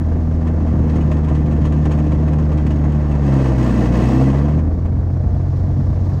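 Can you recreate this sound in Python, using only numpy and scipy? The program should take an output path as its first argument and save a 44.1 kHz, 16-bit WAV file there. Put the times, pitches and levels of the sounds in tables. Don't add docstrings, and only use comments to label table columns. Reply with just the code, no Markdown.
import sys
import numpy as np
from scipy import signal
from scipy.fft import rfft, irfft, next_fast_len
from scipy.io import wavfile
from scipy.ndimage import map_coordinates

SR = 44100
rng = np.random.default_rng(int(sys.argv[2]) if len(sys.argv) > 2 else 0)


def makeup_ratio(level_db):
    decades = np.asarray(level_db, float) / 20
    return 10 ** decades


def to_wav(s):
    ch = np.atleast_2d(s).T
    pcm = np.round(np.clip(ch, -1, 1) * 32767)
    wavfile.write(sys.argv[1], SR, pcm.astype(np.int16))


N = 273420


def unit(x):
    return x / np.sqrt(np.mean(x ** 2) + 1e-20)


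def noise():
    return rng.standard_normal(N)


def along(points, hz):
    point_hz, point_db = np.transpose(points)
    return makeup_ratio(np.interp(np.log(hz + 1), np.log(point_hz + 1), point_db))


def bells(x, rows):
    return sum(height * np.exp(-((x - center) / width) ** 2) for center, width, height in rows)


def curves(rows):
    seconds, *columns = np.transpose(rows)
    return [np.interp(np.arange(N) / SR, seconds, column) for column in columns]


def wobble(rate):
    knots = rng.standard_normal(int(N * rate / SR) + 4)
    return map_coordinates(knots, [np.arange(N) * rate / SR])


def filtered(x, gain):
    m = 2 * next_fast_len(N // 2 + 8192)
    cepstrum = irfft(np.log(gain(np.fft.rfftfreq(m, 1 / SR)) + 1e-6), m)
    cepstrum[1:m // 2] *= 2
    cepstrum[m // 2 + 1:] = 0
    return unit(irfft(rfft(x, m) * np.exp(rfft(cepstrum)), m)[:N])


def firings(cycles):
    return np.flatnonzero(np.diff(np.floor(cycles)))


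def per_firing(cycles, spread_db):
    return makeup_ratio(spread_db * rng.standard_normal(int(cycles[-1]) + 2))[cycles.astype(int)]


def puff(cycles, sharp):
    return np.exp(sharp * np.cos(2 * np.pi * (cycles - 0.1)))


STEPS = (0, .5, 1)


def by(setting, values):
    return np.interp(setting, STEPS, values)


MULTIPLES = (1, 2, 3, 4, 5, .5, 1.5, 3.5, 7, 8)
ORDER_STEPS = (0, .3, .55, 1)
ORDER_DB = [(-18.5, -17, -17, -19), (-39, -26, -18, -15), (-43, -27.5, -30, -31.5), (-56, -44, -31, -26.5),
            (-56, -54.5, -38.5, -33), (-29, -30, -36, -46), (-23.5, -37, -46, -44.5),
            (-54, -41, -46, -30.5), (-58, -58, -56, -45), (-56, -57, -55.5, -40.5)]
# center in Hz, width in Hz, lift in dB.
CHAMBERS = [(67.5, 1.6, -2), (120.4, 6, -5.5), (182, 4.2, 6.5), (204.2, 6.4, 13.5), (221.4, 12, 12),
            (265.3, 16, 8.5), (302.5, 10, 3.5), (323, 6.5, 16.5), (467, 30, 14)]
CHAMBER_SHARE = (.05, .3, 0.85)


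def order_levels(rate, load):
    share = by(load, CHAMBER_SHARE)
    levels = []
    for multiple, row in zip(MULTIPLES, ORDER_DB):
        levels.append(np.interp(load, ORDER_STEPS, row) + share * bells(multiple * rate, CHAMBERS))
    return levels


def firing_orders(cycles, rate, levels):
    pipe_hz, pipe_width_hz = 144, 15
    tones = np.zeros(N)
    for multiple, db in zip(MULTIPLES, levels):
        hz = multiple * rate
        turn = sum(2 * np.arctan(2 * (hz - wave * pipe_hz) / pipe_width_hz) for wave in (1, 2))
        unsteady = 0.088 * multiple * wobble(8.3)
        level = np.sqrt(2) * makeup_ratio(db + 0.4 * multiple * wobble(14))
        tones += level * np.cos(2 * np.pi * multiple * cycles - turn + unsteady)
    return tones


# frequency in Hz, level in dB per Hz.
LOADED = [(8, -36.5), (25, -21), (50, -1.5), (100, 7.5), (130, 13), (200, 9.5), (300, 7.5), (380, -3.5),
          (600, -13.5), (1200, -60), (4000, -120)]
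# frequency in Hz, level in dB per Hz.
LIGHT = [(8, -31), (25, -28), (45, -10), (63, 17.5), (80, 5), (125, 5), (170, 3.5), (290, -2.5), (380, -36),
         (600, -16), (1200, -64), (4000, -120)]
LIGHT_SHARE = (1, 0.05, 0.3)


def uneven_burns(cycles, load, thump_db):
    light = np.clip(by(load, LIGHT_SHARE), 0, 1)
    fired = firings(cycles)
    excess = rng.uniform(-0.024, 1, len(fired) + 1)
    kicks = np.zeros(N)
    kicks[fired] = excess[1:] - 0.9 * excess[:-1]
    kicks = unit(kicks)
    turbulence = puff(cycles, 1.37) * noise()
    loaded = filtered(kicks + 0.52 * turbulence, lambda hz: along(LOADED, hz))
    favored = 1 - 0.49 * np.cos(np.pi * (cycles + 0.18))
    easy = filtered(favored * (kicks + 0.4 * turbulence), lambda hz: along(LIGHT, hz))
    return makeup_ratio(thump_db) * (np.sqrt(1 - light) * loaded + np.sqrt(light) * easy)


# multiple of the blade passing rate, level in dB.
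BLADE_ORDERS = [(2, 3), (4, 1.5)]
BLADE_DB = (-31, -38, -45)
CHOP_DB = (3, 1.1, .5)


def propeller(cycles, load):
    firings_per_turn = 6
    blade_at = 5.34
    turns = (cycles - cycles[round(blade_at * SR)]) / firings_per_turn
    tones = np.zeros(N)
    for multiple, db in BLADE_ORDERS:
        phase = 4 * np.pi * multiple * turns + 1.3 * wobble(11)
        tones += makeup_ratio(db + 2.5 * wobble(7)) * np.cos(phase)
    chop = 0.63 * np.cos(4 * np.pi * turns) + 0.13 * np.cos(2 * np.pi * (turns - 0.1))
    return makeup_ratio(by(load, BLADE_DB)) * tones, makeup_ratio(by(load, CHOP_DB) * chop)


# frequency in Hz, level in dB per Hz.
METAL = [(530, -26.5), (900, -2), (1060, 1), (1500, -11), (1950, -10.5), (2120, -22), (2390, -15),
         (2590, -16.5), (3490, -18.5), (6720, -26), (7660, -32), (8430, -29), (11300, -51.5),
         (12900, -35.5), (15500, -55.5)]
# frequency in Hz, width in Hz, dB over the metal's color.
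PANELS = [(1045, 83, -13), (1400, 21, -18), (1583, 25, -0.5), (1791, 65, -3.5), (1993, 25, 1.5),
          (2150, 74, -11.5), (2174, 110, 0.5), (2520, 29, -9), (2545, 33, -8.5), (2650, 36, -2.5),
          (2908, 75, -6.5), (3216, 30, -2.5), (4480, 74, -16.5), (5300, 26, -9.5), (5900, 87, -8),
          (6540, 140, -1.5), (7150, 210, -8), (8040, 71, -9)]


def panels(hz, lift_db):
    bumps = sum(makeup_ratio(db) / (1 + (2 * (hz - center) / width) ** 2) for center, width, db in PANELS)
    return along(METAL, hz) * (1 + makeup_ratio(lift_db) * bumps)


# frequency in Hz, level in dB per Hz.
GAS = [(180, -25.5), (300, -2.5), (410, -8), (640, -12), (900, -20), (1100, -23), (1300, -30), (1520, -30),
       (1750, -30.5), (2000, -35.5), (2250, -39), (2700, -50), (5000, -120)]
ROAR_DB = (-33, -27.5, -22.5)
CLATTER_DB = (-61.5, -45.5, -39.5)


def roar_and_clatter(cycles, chop, throttle):
    strength = per_firing(cycles, spread_db=1.38)
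    gas = chop * strength * puff(cycles, 0.03) * noise()
    metal = strength * per_firing(cycles, spread_db=2.1) * puff(cycles, 0.21) * noise()
    roar = makeup_ratio(by(throttle, ROAR_DB)) * filtered(gas, lambda hz: along(GAS, hz))
    clatter = makeup_ratio(by(throttle, CLATTER_DB)) * filtered(metal, lambda hz: panels(hz, lift_db=10.5))
    return roar + clatter


# frequency in Hz, level in dB per Hz.
FINS = [(1000, -28.5), (2200, -7), (3000, -0.5), (4200, 3), (5500, 2.5), (6800, -1.5), (7600, -8.5),
        (8300, -9), (11300, -24.5), (13200, -10), (15600, -21)]
HISS_DB = (-63, -60, -48)
# frequency in Hz, level in dB per Hz.
WASH = [(3, -7), (10, -4), (25, -0.5), (45, -7.5), (120, -67)]


def slipstream(chop, throttle, rate):
    air = chop ** 0.3 * makeup_ratio(0.89 * wobble(13) + 0.81 * wobble(70)) * noise()
    wash = makeup_ratio(3.5 * wobble(6.6)) * noise()
    hiss_db = by(throttle, HISS_DB) + 1.04 * np.maximum(rate - 87.4, 0)
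    hiss = makeup_ratio(hiss_db) * filtered(air, lambda hz: along(FINS, hz))
    return hiss + makeup_ratio(-47) * filtered(wash, lambda hz: along(WASH, hz))


# start in seconds, peak in dB, time to fall 60 dB in seconds.
HARD = [(0.4685, -35, 0.08), (0.7928, -43, 0.041), (.8957, -31, 0.055), (0.9552, -35, 0.099),
        (1.007, -34.5, 0.065), (1.1133, -28.5, 0.075), (1.1674, -32.5, 0.039), (1.243, -36, 0.057),
        (1.283, -34, 0.082), (1.348, -33, 0.078), (1.459, -38.5, .08), (1.51, -38, 0.09),
        (1.6154, -35.5, 0.058), (1.651, -30.5, 0.082), (1.7212, -33, 0.058), (1.8534, -27, .054),
        (1.914, -31, 0.091), (1.9872, -37, .07), (2.1182, -33, .07), (2.2775, -33.5, .058),
        (2.331, -31, .053), (2.384, -36.5, .07), (2.517, -36, .076), (2.5733, -36, 0.1),
        (2.665, -26.5, .04), (2.705, -35, .1), (2.921, -36, 0.049), (3.1132, -37.5, 0.081),
        (4.588, -37, .057), (4.855, -37, 0.047)]
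FIRM_DB = (-61, -50, -39)


def hard_burns(cycles, throttle):
    firm_reach_db, firm_t60 = 11.5, 0.055
    fired = firings(cycles)[1:]
    firm_db = by(throttle[fired], FIRM_DB) + firm_reach_db * rng.uniform(size=len(fired)) ** 3
    firm = [(i / SR, db, firm_t60) for i, db in zip(fired, firm_db)]
    shake = np.zeros(N + SR)
    t = np.arange(SR // 5) / SR
    build = (1 - np.exp(-t / 0.003)) ** 2
    for s, db, t60 in [*HARD, *firm]:
        start = round((s - 0.002) * SR)
        shake[start:start + len(t)] += makeup_ratio(db + 2 - 60 * t / max(t60, 0.01)) * build
    drive = shake[:N] * noise()

    def body(hz):
        return panels(hz, lift_db=9.5) * makeup_ratio(bells(hz, [(2700, 1100, 3.5), (8300, 1500, 3.4)]))

    return np.sqrt(np.mean(drive ** 2)) * filtered(drive, body)


RASP_DB = (-79.5, -59, -37.5)
# center in Hz, width in Hz, lift in dB.
RASP_LIFT = [(1930, 150, 7.5), (2640, 250, 8), (3170, 200, 4), (8300, 900, 11.5)]


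def rasp(cycles, throttle):
    drive = puff(cycles, 0.44) * noise()

    def hot_metal(hz):
        return panels(hz, lift_db=13) * makeup_ratio(bells(hz, RASP_LIFT))

    return makeup_ratio(by(throttle, RASP_DB)) * filtered(drive, hot_metal)


# time in seconds, firing rate in Hz.
SPEED = [(0, 80.49), (.45, 80.09), (1, 76.64), (1.6, 75.17), (2.4, 75.73), (2.65, 74.56), (3, 74.03),
         (3.15, 72.27), (3.3, 68.48), (3.7, 61.55), (3.85, 60.26), (4, 60.63), (4.25, 66.79), (4.6, 78.55),
         (4.9, 85.23), (5.35, 90.25), (6, 91), (6.2, 91.2)]
# time in seconds, propeller load from 0 to 1, throttle from 0 to 1, uneven thump in dB.
WORK = [(0, .2, 0.28, -24.5), (.3, 0.3, 0.25, -25.5), (.7, .36, 0.42, -22.5), (1.1, .5, 0.46, -22),
        (1.5, .48, .38, -22), (1.95, .55, 0.56, -23.5), (2.3, .55, 0.4, -24), (3.2, 0.5, 0.52, -25.5),
        (3.27, .9, 0.79, -29.5), (3.5, 0.8, 0.94, -26.5), (3.78, 1, 0.95, -20.5), (4.05, 0.95, 1, -19),
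        (4.28, 1, 0.92, -27.5), (4.55, .6, 0.44, -24), (4.7, 0.13, 0.06, -23.5), (5, 0.04, 0, -25.5),
        (5.45, 0, 0.04, -24), (6.2, 0.04, 0.12, -23.5)]
# time in seconds, half length in seconds, loss of throttle from 0 to 1.
STUMBLES = [
    (3.346, 0.017, 0),
    (3.543, 0.033, 0.23),
    (3.906, 0.031, 0.2),
    (4.326, 0.017, .15),
]


def scene():
    rate, = curves(SPEED)
    load, throttle, thump_db = curves(WORK)
    missed = bells(np.arange(N) / SR, STUMBLES)
    load = load - 0.97 * missed
    throttle = throttle - missed
    cycles = np.cumsum(rate) / SR
    mix = firing_orders(cycles, rate, order_levels(rate, load))
    mix += uneven_burns(cycles, load, thump_db)
    blade_tones, chop = propeller(cycles, load)
    mix += blade_tones
    mix += roar_and_clatter(cycles, chop, throttle)
    mix += slipstream(chop, throttle, rate)
    mix += hard_burns(cycles, throttle)
    mix += rasp(cycles, throttle)
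    return mix[None]


def top_cut(x):
    return signal.sosfilt(signal.butter(12, 15610, fs=SR, output="sos"), x)


# center in Hz, width in Hz, lift in dB.
HOUSING = [(395, 51, -4), (564.4, 16, -7.5), (627, 15, 2), (720, 10, 3), (757, 44, -1), (1187, 57, 3.5),
           (1278, 35, -5.5), (1320, 23, 5.5), (3730, 26, 0), (11400, 330, -6)]


def record(dry):
    edge = np.minimum(np.arange(N) + 160, np.arange(N, 0, -1))
    gate = np.clip(edge / (0.006 * SR), 0, 1)
    rounded = gate * dry / (1 + (dry / 0.78) ** 4) ** (1 / 4)
    heard = np.std(rounded) * filtered(rounded[0], lambda hz: makeup_ratio(bells(hz, HOUSING)))[None]
    return top_cut(gate * heard)


dry = scene()
out = record(dry)
to_wav(out)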